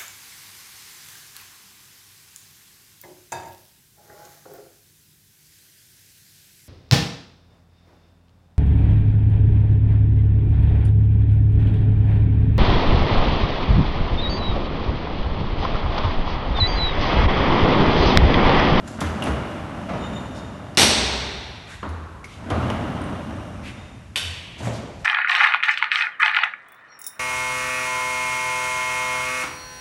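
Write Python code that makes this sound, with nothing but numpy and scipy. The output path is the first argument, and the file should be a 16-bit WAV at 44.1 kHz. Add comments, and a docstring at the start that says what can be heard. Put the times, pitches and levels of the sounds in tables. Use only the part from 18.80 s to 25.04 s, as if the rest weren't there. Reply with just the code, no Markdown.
"""Wheels rumble along a track, with scrapes, clicks and jolts: tall glass panels are being pushed
through a hard-floored hall, several metres away. The first rolls off with a faint wheel whine and
slams into the parked stack, ringing glass, frames and rails. The second coasts to a clack at the
stop, then gets another shove. Jolted panes flex and boom; the hall rings after each blow."""
import sys
import numpy as np
from scipy import signal
from scipy.fft import rfft, irfft, next_fast_len
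from scipy.io import wavfile
from scipy.ndimage import map_coordinates

SR = 44100
rng = np.random.default_rng(int(sys.argv[2]) if len(sys.argv) > 2 else 0)


def generate_wav(sig):
    """Save sig (samples, or channels by samples) to the path in sys.argv[1] as 16-bit PCM at SR."""
    pcm = np.round(np.clip(np.atleast_2d(sig).T, -1, 1) * 32767).astype(np.int16)
    wavfile.write(sys.argv[1], SR, pcm)


N = 275401

# Table levels are relative.
# Pushes. Each row: start, let-go and stop in seconds, top speed in m/s, friction in m/s^2,
# then pane rumble, roller growl and track hiss in dB.
PUSHES = [(-.4, .4, 1.97, 1.38, .47, -41.5, -35.8, -60.7), (3.47, 3.87, 5.36, 1.54, 1.0, -38, -33.8, -56.5),
          (5.74, 5.86, 6.24, .9, 2.0, -41, -32, -57)]
# Brief scraping hisses. Each row: start in seconds, hiss in dB, hiss centre in Hz, sizzle in dB,
# length in seconds.
SCRAPES = [(.03, -54, 4200, -54, .17), (.23, -39, 2700, -52, .08), (.43, -35, 2250, -48, .075),
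           (1.535, -48, 4600, -62, .08), (2.862, -40.5, 1650, -51, .12), (3.46, -47.5, 2900, -60, .14),
           (4.825, -37.5, 2300, -66, .1), (5.775, -44, 3200, -48, .049), (5.812, -39.5, 2100, -43, .1),
           (5.9, -44, 4200, -58, .11), (6.185, -58, 4500, -60, .053)]
# Carriage clicks. Each row: start in seconds, click in dB, ring in dB, ring in Hz, t60 in seconds.
TICKS = [(.076, -41.5, -47, 7000, .06), (.205, -35, -39, 3500, .13), (.422, -38, -28.5, 2850, .055),
         (.438, -42, -43, 9700, .05), (1.95, -46, -39, 5000, .007), (3.03, -58, -37.5, 2900, .017),
         (3.089, -54, -60, 9500, .09), (3.442, -46.5, -41, 2200, .1), (3.701, -40.5, -35.5, 3200, .05),
         (3.901, -35.5, -27.5, 2900, .02), (4.216, -53, -45, 9000, .02), (4.24, -54, -47.5, 9000, .02)]
# Double jolts. Each row: start in seconds, knock in dB, frame ring in dB, ring in Hz, t60 in seconds,
# second blow's lag in seconds, its gain in dB.
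BUMPS = [(.187, -30.5, -38.5, 1300, .22, .026, 10), (.421, -24.3, -34.5, 1050, .29, .046, 3.8),
         (1.09, -23.5, -36.5, 800, .36, .045, -2), (3.029, -26.5, -28, 1080, .14, .022, -2.5),
         (3.704, -20.5, -30.5, 1000, .36, .106, -8), (3.9, -24, -44, 1200, .16, .04, -6),
         (5.362, -40, -49, 560, .25, .06, -1), (5.805, -35.5, -36, 600, .2, .066, 7)]
# Pane bending modes. Each row: start in seconds, level in dB, pitch in Hz, t60 in seconds.
BOOMS = [(.222, -22, 81.7, .45), (.482, -18.5, 67.6, .32), (.502, -32.5, 130.4, .67),
         (1.999, -32.5, 83.7, 1), (2.149, -31.5, 64, 1.5), (3.069, -27, 81.3, .66),
         (3.715, -26, 83.7, 1.05), (3.801, -25.5, 120.7, .59), (5.42, -29.5, 86.1, .5),
         (5.826, -22.5, 115, .46)]
# Bounces on the stop. Each row: start in seconds, level in dB, t60 in seconds.
STOP_BOUNCES = [(5.358, -18, 0.028), (5.3635, -18.5, 0.013), (5.37, -18.5, .015), (5.3748, -22, 0.059)]

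# Resonances. Each row: centre in Hz, width in Hz, level in dB.
TRACK_MODES = [(283, 40, 2), (590, 39, 2), (2790, 67, -12.5), (2934, 47, -21)]
DRY_WHEEL_TONES = [(3677, 55, 0), (7020, 130, -10), (3570, 90, -7), (2955, 70, -7)]
RAIL_MODES = [(2178, 25, -5), (2712, 20, -5), (2907, 40, -1), (3200, 25, -3), (3981, 22, -4),
              (4118, 12, -2), (4356, 27, -3), (4546, 12, -1), (5215, 16, -4), (5632, 27, -5),
              (8106, 12, -13), (9475, 12, -19)]  # glass and its aluminium rails
FRAME_MODES = [(222.7, 20, 0.5), (396, 38, -2), (574, 18, -4)]
END_CAP_MODES = [(1540, 130, -8.5), (2640, 78, -4), (3000, 110, -0.5), (3600, 98, -2), (4500, 74, -5),
                 (5400, 110, -13)]

# Noise spectra. Each row: frequency in Hz, level in dB.
AIR_SPECTRUM = [(20, -16), (60, -1), (90, -0.5), (200, -11), (450, -23), (1500, -26.5), (3000, -39.5),
                (6000, -40), (12000, -47.5)]
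PANE_SPECTRUM = [(20, -32), (32, -10), (48, -10), (62, 3.5), (82, 9), (105, 7.5), (150, -3), (300, -57)]
ROLLER_SPECTRUM = [(60, -24), (140, -2), (220, 3), (440, -11.5), (640, -8), (930, -10.5), (1300, -12),
                   (2250, -23), (2850, -26), (3700, -29.5), (4700, -42.5), (8000, -73)]
HISS_SPECTRUM = [(1000, -23), (2500, 16), (4600, -2), (5700, 11), (7500, -1), (9500, 5.5), (11500, -32),
                 (12500, -22)]
CARRIAGE_SPECTRUM = [(500, -20), (2000, -2), (4000, -1), (5000, -2), (6500, 0), (8000, -7), (10000, -4.5),
                     (12000, -10)]
KNOCK_SPECTRUM = [(40, -3.5), (100, 0.5), (230, 0.5), (300, -1.5), (440, -7), (620, -4.5), (950, -9.5),
                  (1500, -16.5), (2000, -17), (3200, -27), (6000, -40), (12000, -64)]
STACK_SPECTRUM = [(40, -10), (150, 1), (230, -2), (600, 0.5), (1100, -5), (1750, -5.5), (2800, -1.5),
                  (4400, -1.5), (4900, -6), (5700, -3.5), (6900, -13), (8400, -9), (10500, -15.5),
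                  (12000, -17.5)]
STOP_SPECTRUM = [(150, -38), (400, -20), (650, -6.5), (800, -16), (1000, -7.5), (1550, -18), (1800, -6),
                 (3050, -0.5), (4100, -4.5), (4600, -8), (6500, -17), (9000, -14.5), (12000, -19.5)]

# Hall decay. Each row: frequency in Hz, t60 in seconds.
HALL_T60 = [(60, 3.3), (250, 1.55), (700, 1.98), (2000, 2), (4000, 1.69), (5500, 1.26), (8000, 0.94),
            (11000, 0.33)]


def amp(db):
    """Decibels to gain."""
    return 10 ** (np.asarray(db) / 20)


def unit_rms(x):
    """Scale to rms 1."""
    return x / np.sqrt(np.mean(x ** 2) + 1e-20)


def log_interp(points, hz):
    """Interpolate (Hz, value) points on a log axis."""
    points_hz, values = np.transpose(points)
    return np.interp(np.log(hz + 1), np.log(points_hz + 1), values)


def filtered(x, response):
    """Apply a frequency response by padded FFT."""
    size = next_fast_len(len(x) + 8192)
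    return irfft(rfft(x, size) * response(np.fft.rfftfreq(size, 1 / SR)), size)[:len(x)]


def noise(response, size):
    """Coloured noise, rms 1."""
    return unit_rms(filtered(rng.standard_normal(size), response))


def colour(spectrum):
    """Response of a spectrum table."""
    return lambda hz: amp(log_interp(spectrum, hz))


def resonances(modes):
    """Response of parallel damped modes."""
    return lambda hz: sum(amp(db) * 1j * hz * width / (centre ** 2 - hz ** 2 + 1j * hz * width)
                          for centre, width, db in modes)


def hump(centre_hz, octaves):
    """Peak with wide skirts."""
    return lambda hz: 1 / (1 + (np.log2((hz + 1) / centre_hz) / octaves) ** 2)


def band(centre_hz, octaves):
    """Peak with steep sides."""
    return lambda hz: np.exp(-(np.log2((hz + 1) / centre_hz) / octaves) ** 2)


def wobble(rate_hz):
    """Smooth random curve."""
    knots = rng.standard_normal(int(N * rate_hz / SR) + 4)
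    return map_coordinates(knots, [np.arange(N) * rate_hz / SR])


def add(out, start_s, sound):
    """Mix a sound in place."""
    part = out[max(round(start_s * SR), 0):][:len(sound)]
    part += sound[:len(part)]


def chatter(response, t60_s):
    """A blow's dense contacts: noise that starts at once and decays."""
    t = np.arange(SR if t60_s > .5 else SR // 2) / SR
    return noise(response, len(t)) * amp(-60 * t / t60_s) * (1 - np.exp(-t / 0.00046))


def hall(x, direct_db, wet_db):
    """Direct sound plus diffuse tail: the hall stores energy per band and loses treble first."""
    hz, t, spectra = signal.stft(x, SR, nperseg=512)
    t = t[:400]
    build_up = 1 - np.exp(-(t / 0.0047) ** 2)  # echoes thicken as more walls answer
    store = amp(-120 * t / log_interp(HALL_T60, hz)[:, None]) * build_up
    store /= store.sum(1, keepdims=True)
    energy = signal.fftconvolve(np.abs(spectra) ** 2, store, axes=1)[:, :spectra.shape[1]]
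    diffuse = signal.stft(rng.standard_normal(N), SR, nperseg=512)[2]
    tail = signal.istft(np.sqrt(np.abs(energy)) * diffuse / np.std(diffuse), SR, nperseg=512)[1][:N]
    return amp(direct_db) * x + amp(wet_db) * tail


def travel(start_s, let_go_s, stop_s, top_m_s, friction_m_s2):
    """Push, then coast: speed, distance rolled and a gain that fades after the stop."""
    t = np.arange(N) / SR
    pushed = np.clip((t - start_s) / (let_go_s - start_s), 0, 1)
    coasted_s = np.clip(t - let_go_s, 0, stop_s - let_go_s)
    speed_m_s = np.maximum(top_m_s * pushed - friction_m_s2 * coasted_s, 0)
    place_m = np.cumsum(speed_m_s * (t < stop_s)) / SR
    linger = amp(-70 * np.maximum(t - stop_s, 0))
    return speed_m_s, place_m, linger


def dryness(place_m, from_m=1.39, onset_m=.045, fade_db_per_m=23):
    """Track dryness, 0-1: sets in quickly, fades with distance."""
    past_m = place_m - from_m
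    return (1 + np.tanh(past_m / onset_m)) / 2 * amp(-fade_db_per_m * np.maximum(past_m, 0))


def hall_air():
    """The hall's quiet, steady rumble."""
    return amp(-42) * noise(colour(AIR_SPECTRUM), N)


def rolling(gritty_at_m=1.47, gritty_width_m=.42, dry_growl_db=3.5):
    """Wheels on grit growl, hiss, ring the track and shake the pane, louder at speed."""
    rumble_gain, growl_gain, hiss_gain = np.zeros((3, N))
    for *motion, rumble_db, growl_db, hiss_db in PUSHES:
        speed_m_s, place_m, linger = travel(*motion)
        gritty_db = 6.7 * np.exp(-((place_m - gritty_at_m) / gritty_width_m) ** 2)
        rumble_gain += linger * amp(rumble_db) * speed_m_s ** 1.15
        growl_gain += linger * amp(growl_db + dry_growl_db * dryness(place_m)) * speed_m_s ** 1.5
        hiss_gain += linger * amp(hiss_db + gritty_db) * speed_m_s ** .9
    grit = amp(1.2 * wobble(300))
    rumble = noise(colour(PANE_SPECTRUM), N) * amp(1)
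    growl = unit_rms(filtered(grit * rng.standard_normal(N), colour(ROLLER_SPECTRUM)))
    growl *= amp(1 + 0.48 * wobble(14))
    track_ring = noise(resonances(TRACK_MODES), N) * amp(-7 + 1.4 * wobble(6.6))
    hiss = unit_rms(grit * noise(colour(HISS_SPECTRUM), N)) * amp(-3.5)
    return rumble_gain * rumble + growl_gain * (growl + track_ring) + hiss_gain * hiss


def scrapes():
    """Brief scraping hisses: shoe scuffs, a panel starting to move, rattly hiss after jolts."""
    out = np.zeros(N)
    for start_s, hiss_db, hiss_hz, sizzle_db, length_s in SCRAPES:
        stroke = np.sqrt(np.abs(np.hanning(int(length_s * SR))))
        add(out, start_s, amp(hiss_db) * stroke * noise(hump(hiss_hz, octaves=0.54), len(stroke)))
        add(out, start_s, amp(sizzle_db) * stroke * noise(hump(6500, octaves=0.4), len(stroke)))
    return hall(out, direct_db=-2, wet_db=-4.5)


def carriage_ticks():
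    """Roller carriages click along the track, each with a short metal ring."""
    blows = np.zeros(N)
    for start_s, click_db, ring_db, ring_hz, t60_s in TICKS:
        add(blows, start_s, amp(click_db) * chatter(colour(CARRIAGE_SPECTRUM), t60_s))
        add(blows, start_s, amp(ring_db) * chatter(hump(ring_hz, octaves=0.11), t60_s))
    return hall(blows, direct_db=3.5, wet_db=-0.5)


def panel_bumps():
    """Track joints and shoves jolt the hanging panel: dull double knocks, hollow frame ring."""
    blows = np.zeros(N)
    for start_s, knock_db, ring_db, ring_hz, t60_s, lag_s, second_db in BUMPS:
        for at_s, gain in ((start_s, 1), (start_s + lag_s, amp(second_db))):
            add(blows, at_s, gain * amp(knock_db) * chatter(colour(KNOCK_SPECTRUM), t60_s))
            add(blows, at_s, gain * amp(ring_db) * chatter(band(ring_hz, octaves=0.55), t60_s))
    return hall(blows, direct_db=-0.5, wet_db=0.5)


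def pane_booms(swell_s=0.033, drift_hz=20):
    """A pane's low bending modes swell after a jolt and waver as they die."""
    out, t = np.zeros(N), np.arange(SR) / SR
    for start_s, db, hz, t60_s in BOOMS:
        drift_rad = .5 * map_coordinates(rng.standard_normal(24), [t * drift_hz])
        envelope = (1 - np.exp(-t / swell_s)) * amp(db + 7.5 - 60 * t / t60_s)
        add(out, start_s, envelope * np.sin(2 * np.pi * hz * t + drift_rad))
    return out


def wheel_whine(flutter_db=3):
    """On dry track a wheel rubs its housing and sings in narrow, unsteady tones, louder at speed."""
    gain = np.zeros(N)
    for push in PUSHES:
        speed_m_s, place_m, linger = travel(*push[:5])
        gain += linger * dryness(place_m) * speed_m_s ** 1.45
    tones = lambda hz: sum(amp(db) * np.exp(-((hz - centre) / width) ** 2)
                           for centre, width, db in DRY_WHEEL_TONES)
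    return gain * amp(-45.3 + flutter_db * wobble(25)) * noise(tones, N)


def stack_slam(start_s=1.9722, contacts=7):
    """The slam runs through the stack pane by pane, each contact weaker, duller and longer."""
    blows, rails, frame = np.zeros((3, N))
    at_s = start_s
    for k in range(contacts):
        tilt_db_per_octave = 1 - .3 * k
        tilted = [(hz, db + tilt_db_per_octave * np.log2(hz)) for hz, db in STACK_SPECTRUM]
        add(blows, at_s, amp(-8.6 - .4 * k) * chatter(colour(tilted), t60_s=.026 * 1.24 ** k))
        at_s += .0066 * 1.14 ** k  # gaps widen
    add(rails, start_s, amp(-19.5) * chatter(resonances(RAIL_MODES), t60_s=1.16))
    add(frame, start_s, amp(-23) * chatter(resonances(FRAME_MODES), t60_s=1.63))
    return hall(blows, direct_db=2, wet_db=3) + rails + frame


def stop_clack():
    """The slowed panel bounces on the stop, whose end cap rings."""
    blows, ring = np.zeros((2, N))
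    for start_s, db, t60_s in STOP_BOUNCES:
        add(blows, start_s, amp(db) * chatter(colour(STOP_SPECTRUM), t60_s))
    add(ring, STOP_BOUNCES[0][0], amp(-27) * chatter(resonances(END_CAP_MODES), t60_s=0.78))
    return hall(blows, direct_db=2, wet_db=1.5) + ring


def scene():
    """All sources, mono."""
    running = hall_air() + rolling() + scrapes() + carriage_ticks() + panel_bumps() + pane_booms()
    return (running + wheel_whine() + stack_slam() + stop_clack())[None]


def record(dry, ceiling=.95, low_cut_hz=42, top_hz=11850):
    """The microphone rounds the highest peaks and loses deep bass and top treble."""
    rounded = dry[0] / (1 + np.abs(dry[0] / ceiling) ** 6) ** (1 / 6)
    thinned = signal.sosfilt(signal.butter(3, low_cut_hz, "high", fs=SR, output="sos"), rounded)
    return filtered(thinned, lambda hz: 1 / np.sqrt(1 + (hz / top_hz) ** 190))[None]


dry = scene()
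out = record(dry)
generate_wav(out)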